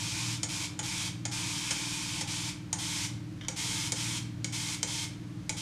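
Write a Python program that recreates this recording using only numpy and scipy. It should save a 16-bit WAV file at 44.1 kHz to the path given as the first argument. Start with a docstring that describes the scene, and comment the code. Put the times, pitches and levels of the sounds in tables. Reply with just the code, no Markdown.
"""Pump bottle misting hair

A plastic pump bottle sprays bursts of mist in a small room, over the steady hum of a fan.
Plastic trigger snaps are bursts of rattling clicks, and each one knocks the bottle and makes it ring.
The mist is filtered noise that starts as the nozzle opens and hisses until the pressure is spent.
The fan is a stack of wavering sine tones in a rush of noise. Both channels carry the same sound."""
import sys
import numpy as np
from scipy import signal
from scipy.io import wavfile

SR = 44100
rng = np.random.default_rng(int(sys.argv[2]) if len(sys.argv) > 2 else 0)


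def waveform_to_disk(signal):
    """Save audio, clipped to [-1, 1], as 16-bit WAV at the path in sys.argv[1]."""
    frames = np.transpose(np.atleast_2d(signal))
    scaled = np.clip(frames, -1, 1) * 32767
    samples = np.round(scaled).astype(np.int16)
    wavfile.write(sys.argv[1], SR, samples)


N = 247401
TIME = np.arange(N) / SR  # seconds

# trigger snaps, all levels relative: (time [s], level [dB], treble tilt [dB per octave],
# ring of the trigger head [Hz], weight of the knock [dB], weight of the bottle ring [dB])
SNAPS = [(0.4314, -27, 1, 6950, 1.5, -4), (.791, -31, -2, 6900, 1, 1), (1.2526, -30.5, -1, 6900, 0.5, -1),
         (1.7083, -27, 1, 5300, 3, -0.5), (2.2106, -33, 0, 5430, 0, -1.5),
         (2.7288, -26.5, 2.5, 7050, 1.5, 2.5), (3.4835, -29, -2, 6200, 1.5, -5),
         (3.9207, -24, 1, 6600, 3.5, -6), (4.4444, -29, -1.5, 6750, -3.5, -21),
         (4.8298, -24.5, 0, 6400, 2.5, -2.5), (5.4941, -26, -2, 6700, 0, -2)]


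def amp(db):
    """Turns decibels into a gain."""
    return 10 ** (np.asarray(db) / 20)


def evened(x):
    """Scales a sound to an rms of 1."""
    return x / np.sqrt(np.mean(x ** 2) + 1e-20)


def read(points, hz):
    """Reads a table of (frequency, value) along a log-frequency axis."""
    f, value = np.transpose(points)
    return np.interp(np.log(hz + 1), np.log(f), value)


def add(mix, s, sound):
    """Mixes a sound in at time s, cutting off what runs past the end."""
    part = mix[round(s * SR):][:len(sound)]
    part += sound[:len(part)]


def colour(x, spectrum, peaks=(), tilt_db=0, size=8192):
    """Filters with unit energy and no pre-echo: a broad spectrum, resonances on top, and a tilt."""
    hz = np.fft.rfftfreq(size, 1 / SR)
    db = read(spectrum, hz) + tilt_db * np.log2(hz + 1)
    for centre, width, lift in peaks:
        db = db + lift / (1 + (2 * (hz - centre) / width) ** 2)
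    # the phase that goes with these gains makes the filter respond as early as it can
    log_gain = np.log(amp(np.r_[db, db[-2:0:-1]]))
    response = np.exp(np.conj(signal.hilbert(log_gain)))
    taps = np.fft.ifft(response).real[:size // 2]
    return signal.oaconvolve(x, taps / np.linalg.norm(taps))[:len(x)]


def drift(rate, count=16):
    """Makes a slow random curve of rms 1 from sines of up to rate cycles a second."""
    t = TIME[::128]
    waves = np.zeros(len(t))
    for f in np.geomspace(rate / 10, rate, count):
        waves += np.sin(2 * np.pi * (f * t + rng.random())) / np.sqrt(f)
    return np.interp(TIME, t, evened(waves))


def placed(pair, s):
    """Blends an (in front, beside) pair by where the bottle is at time s."""
    # the bottle moves from in front of the face to beside the head:
    # (time [s], place [0 in front - 1 beside])
    place = [(2.45, 0), (2.75, 1)]
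    in_front, beside = pair
    return in_front + (beside - in_front) * np.interp(s, *np.transpose(place))


def mist(rise=0.012, first_flow=0.49, fall=.022, flutter_db=0.53, drop_share=0.23, drops_per_s=3000,
         whistle_hz=3170, body_hz=2750, lean_size_db=3):
    """The valve cracks open, the jet builds up, and it dies quickly as the pressure runs out."""
    # bursts: (nozzle opens [s], nozzle shuts [s], relative level [dB], lift of the mid-range [dB])
    bursts = [(-.1, 0.352, -35, 0), (0.487, .654, -35, -1), (0.828, 1.079, -35, 0.5),
              (1.314, 2.22, -35, 0.5), (2.273, 2.495, -35, 0.5), (2.785, 3.054, -34, .5),
              (3.562, 3.875, -33.5, 0.5), (3.956, 4.178, -34.5, 1), (4.524, 4.747, -35, 0),
              (4.869, 5.041, -35, 0.5), (5.567, 5.7, -35, 3)]
    # broad colour of the jet: (frequency [Hz], relative level [dB per Hz])
    jet_spectrum = [(150, -10), (450, -21), (650, -13.5), (1100, -6), (1400, -8), (1850, -6), (2200, -1.5),
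                    (4200, 0.5), (5400, 3), (7000, 1.5), (9000, -2.5), (11000, -11.5), (13000, -19.5),
                    (15500, -34)]
    # narrow colours of the mist: (frequency [Hz], width [Hz], lift [dB])
    jet_peaks = [(915, 118, 12), (1526, 150, 2.5), (2840, 200, -4), (3540, 780, 2)]
    # what changes with the bottle's place: (in front, beside)
    jet_tilt_db = (-0.3, 0.4)  # treble tilt [dB per octave]
    hollow_hz = (2390, 2160)  # hollow resonance [Hz]
    hollow_db = (5, 4.2)  # its lift before the lean [dB]
    whistle_db = (3.5, 6)  # lift of the nozzle's whistle before the lean [dB]
    body_db = (0.4, -0.5)  # lift between hollow resonance and whistle [dB]
    mid_hz, mid_width_hz = 2640, 1400
    sag_db_per_s = 2  # the jet weakens a little as the pressure drains

    colourings = np.zeros((2, N))
    for opens, shuts, db, mid_db in bursts:
        start = max(opens, 0)  # a burst may already be under way at time 0
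        t = np.arange(start, shuts + 10 * fall, 1 / SR)
        build_up = 1 - (1 - first_flow) * np.exp((opens - t) / rise)
        die_away = np.exp(-np.maximum(t - shuts, 0) / fall)
        sag = amp(-sag_db_per_s * (t - (opens + shuts) / 2))
        flow = build_up * die_away * sag
        # turbulent air, with a fine grain where the water tears into drops
        air, drops = rng.standard_normal((2, len(t)))
        grain = evened(drops * (rng.random(len(t)) < drops_per_s / SR))
        jet = evened(air + drop_share * grain)
        # one colouring of the hiss favours the hollow resonance, the other the whistle
        for coloured, lean_db in zip(colourings, (lean_size_db, -lean_size_db)):
            hollow = (placed(hollow_hz, start), 440, placed(hollow_db, start) + lean_db)
            whistle = (whistle_hz, 290, placed(whistle_db, start) - lean_db)
            body = (body_hz, 600, placed(body_db, start))
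            peaks = jet_peaks + [hollow, body, whistle, (mid_hz, mid_width_hz, mid_db)]
            hiss = colour(flow * jet, jet_spectrum, peaks, placed(jet_tilt_db, start))
            add(coloured, start, amp(db) * hiss)
    share = .5 + .5 * np.tanh(.5 * drift(18))  # wanders between the two colourings
    blend = share * colourings[0] + (1 - share) * colourings[1]
    return blend * amp(flutter_db * drift(25.03))


def trigger(after_db=-17, after_decay=0.034, gain_db=3.0, crack_decay=0.001):
    """Hard contact, brief rattle and a softer, longer piston slide, all scaling with the squeeze."""
    # the first hard contact: (frequency [Hz], relative level [dB per Hz])
    crack_spectrum = [(300, -27), (2000, 4), (6500, 6.5), (10000, 3), (12500, -8), (16000, -36)]
    # the snap of plastic: (frequency [Hz], relative level [dB per Hz])
    snap_spectrum = [(200, -17), (500, -12), (750, -8), (1100, -22), (1800, -12), (2300, -1), (4000, 1),
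                     (5500, 4.5), (6900, 8.5), (8000, 1.5), (9000, 4), (10200, -18), (12500, -23),
                     (16000, -55)]
    # modes of the trigger head: (frequency [Hz], width [Hz], lift [dB])
    head = [(1424, 190, 14.5), (2210, 300, 11), (2810, 240, -16), (3070, 180, 12)]
    # what changes with the bottle's place: (in front, beside)
    rattle_s = (0.0093, 0.0055)  # decay time of the rattle [s]
    crack_db = (-3, -0.5)  # first contact, against the level in the snap table [dB]

    out, t = np.zeros(N), TIME[:SR // 5]
    for s, db, tilt_db, ring_hz, _, _ in SNAPS:
        # each contact pushes at random one way or the other
        first, contacts, slide = rng.choice([-1., 1.], (3, len(t)))
        crack = colour(first * np.exp(-t / crack_decay), crack_spectrum)
        rattle = contacts * np.exp(-t / placed(rattle_s, s))
        snap = colour(rattle, snap_spectrum, head + [(ring_hz, 400, 5)], tilt_db)
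        after = colour(slide * np.exp(-t / after_decay), snap_spectrum)
        add(out, s, amp(db + placed(crack_db, s)) * crack)
        add(out, s, amp(db + gain_db) * snap)
        add(out, s, amp(db + gain_db + after_db) * after)
    return out


def bottle(knock_db=-42, knock_decay=0.017, swell=0.0018):
    """Each snap knocks the pump and sets the hollow bottle ringing in a few dying tones."""
    # dull knock of the pump in the hand: (frequency [Hz], relative level [dB per Hz])
    knock_spectrum = [(200, -18), (400, -6.5), (510, 1.5), (630, -6), (800, -5.5), (950, -6), (1100, -9.5),
                      (1400, -6.5), (2000, -6), (8000, -58)]
    # modes of the bottle: (frequency [Hz], level before each snap's weight [dB], time to fall 60 dB [s])
    modes = [(822.5, -35, 0.058), (883, -39, 0.044), (911, -40, 0.06)]

    out, t = np.zeros(N), TIME[:SR // 5]
    for s, *_, weight_db, ring_db in SNAPS:
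        thud = evened(colour(rng.standard_normal(len(t)), knock_spectrum))
        knock = thud * np.exp(-t / knock_decay)
        ring = np.zeros(len(t))
        for hz, db, t60 in modes:
            decay = np.exp(-np.log(1000) * t / t60)
            ring += amp(db) * decay * np.sin(2 * np.pi * (hz * t + rng.random()))
        onset = 1 - np.exp(-t / swell)
        add(out, s, onset * (amp(knock_db + weight_db) * knock + amp(ring_db) * ring))
    return out


def creaks():
    """Plastic slips briefly on plastic: short, fading bursts of noise as the finger takes hold."""
    # small creaks of the trigger: (time [s], level [dB], decay time [s])
    slip_times = [(3.411, -39, 0.0094), (3.435, -44, .012), (3.448, -41, 0.008)]
    # colour of a creak: (frequency [Hz], relative level [dB per Hz])
    creak_spectrum = [(400, -15), (1500, -10), (2200, -5), (2650, -24), (3150, 5), (3380, -7), (3600, -5),
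                      (4100, -21), (5600, -14), (9000, -32), (15000, -43)]

    slips, t = np.zeros(N), TIME[:SR // 10]
    for s, db, decay in slip_times:
        add(slips, s, amp(db) * np.exp(-t / decay) * rng.standard_normal(len(t)))
    return colour(slips, creak_spectrum)


def faint_tone():
    """A thin sine of steady pitch swells and fades under one burst."""
    # one tone: (starts [s], ends [s], frequency [Hz], level at its peak [dB])
    tone = (3.57, 3.82, 451, -56)
    starts, ends, hz, db = tone
    arch = np.sin(np.pi * np.clip((TIME - starts) / (ends - starts), 0, 1))
    return amp(db) * arch * np.sin(2 * np.pi * hz * TIME)


def fan(wander=0.0016, waver_db=1.08, hum_db=-1):
    """The turning fan hums at wavering multiples of its turning rate, in a rush of air."""
    # hum: (multiple of the turning rate, rms level before hum_db [dB], share of the swell it follows)
    partials = [(5, -53, 0), (6, -45.5, 0.88), (7, -56, 0), (8, -49.5, 0.18), (9, -49.5, 0),
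                (10, -55.5, 0.35), (12, -58, 0.32), (14, -63.5, 0.16), (15, -49.5, 0), (16, -53.5, 0),
                (17, -61.5, 0)]
    # the swelling and sinking of the hum, of which only the change counts: (time [s], level [dB])
    swell_points = [(0.0, -42.5), (0.15, -46), (0.3, -36.5), (0.55, -47), (1.05, -48.5), (1.26, -41),
                    (1.6, -50.5), (2.3, -48), (2.9, -49), (3.15, -39), (3.55, -49.5), (4.05, -39),
                    (4.55, -39), (4.78, -48), (5.61, -46)]
    # rush of air and room noise: (frequency [Hz], relative level [dB per Hz])
    air_spectrum = [(20, -31.5), (50, -9), (80, -10.5), (110, -5), (145, -10), (185, -5), (220, -14),
                    (320, -16.5), (380, -19.5), (700, -25), (2000, -28), (6000, -34), (10000, -42.5),
                    (15500, -55)]
    # room modes lifted by the fan: (frequency [Hz], width [Hz], lift [dB])
    air_peaks = [(100.6, 22, 7.5), (128.1, 7.4, 10.5), (322.3, 9.8, 18.5)]
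    fan_hz, air_db = 19.56, -46.5  # average turns a second, level of the rush

    turns = np.cumsum(fan_hz * (1 + wander * drift(1.974))) / SR
    swell_db = np.interp(TIME, *np.transpose(swell_points))
    swell_db = swell_db - swell_db.mean()
    hum = np.zeros(N)
    for k, db, share in partials:
        # each partial starts at a random phase and drifts slowly, so the hum beats irregularly
        phase = 2 * np.pi * rng.random() + drift(2)
        level = amp(db + share * swell_db + waver_db * drift(5))
        hum += level * np.sin(2 * np.pi * k * turns + phase)
    rush = colour(rng.standard_normal(N), air_spectrum, air_peaks)
    # the root of 2 turns rms levels into the heights of sines
    return np.sqrt(2) * amp(hum_db) * hum + amp(air_db) * rush


def room(x, gap=.004, size=16):
    """Walls send back sparse reflections of random sign, each band dying at its own speed."""
    # room decay: (frequency [Hz], time to fall 60 dB [s])
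    decay_times = [(300, 0.22), (1000, 0.62), (3000, 0.45), (7000, 0.35), (14000, 0.33)]
    taps = np.zeros(SR // 2)
    # one reflection at a random spot in every 16 samples, after a short gap
    at = np.arange(round(gap * SR), len(taps) - size, size)
    taps[at + rng.integers(0, size, len(at))] = rng.choice([-1, 1], len(at))
    hz, t, bands = signal.stft(taps, SR, nperseg=256)
    fade = np.exp(-np.log(1000) * t / read(decay_times, hz)[:, None])
    tail = signal.istft(bands * fade, SR)[1]
    return signal.fftconvolve(x, tail / np.linalg.norm(tail))[:N]


def scene(mist_db=-2, mist_room_db=-6, snap_room_db=-7, body_room_db=-3):
    """Adds up the mist, the plastic, the ringing bottle, their echo in the room, and the fan."""
    spray = amp(mist_db) * mist()
    plastic = trigger() + creaks()
    body = bottle()
    # the low ring of the bottle spreads all round, so more of it comes back from the walls
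    echo = room(amp(mist_room_db) * spray + amp(snap_room_db) * plastic + amp(body_room_db) * body)
    mono = spray + plastic + body + echo + fan() + faint_tone()
    return np.array([mono, mono])


def record(dry):
    """Limits the band with a low-pass filter that takes away the highest treble."""
    edge_hz = 15600
    taps = signal.firwin(301, edge_hz, window=("kaiser", 9), fs=SR)
    return signal.oaconvolve(dry, taps[None], "same")


dry = scene()
out = record(dry)
waveform_to_disk(out)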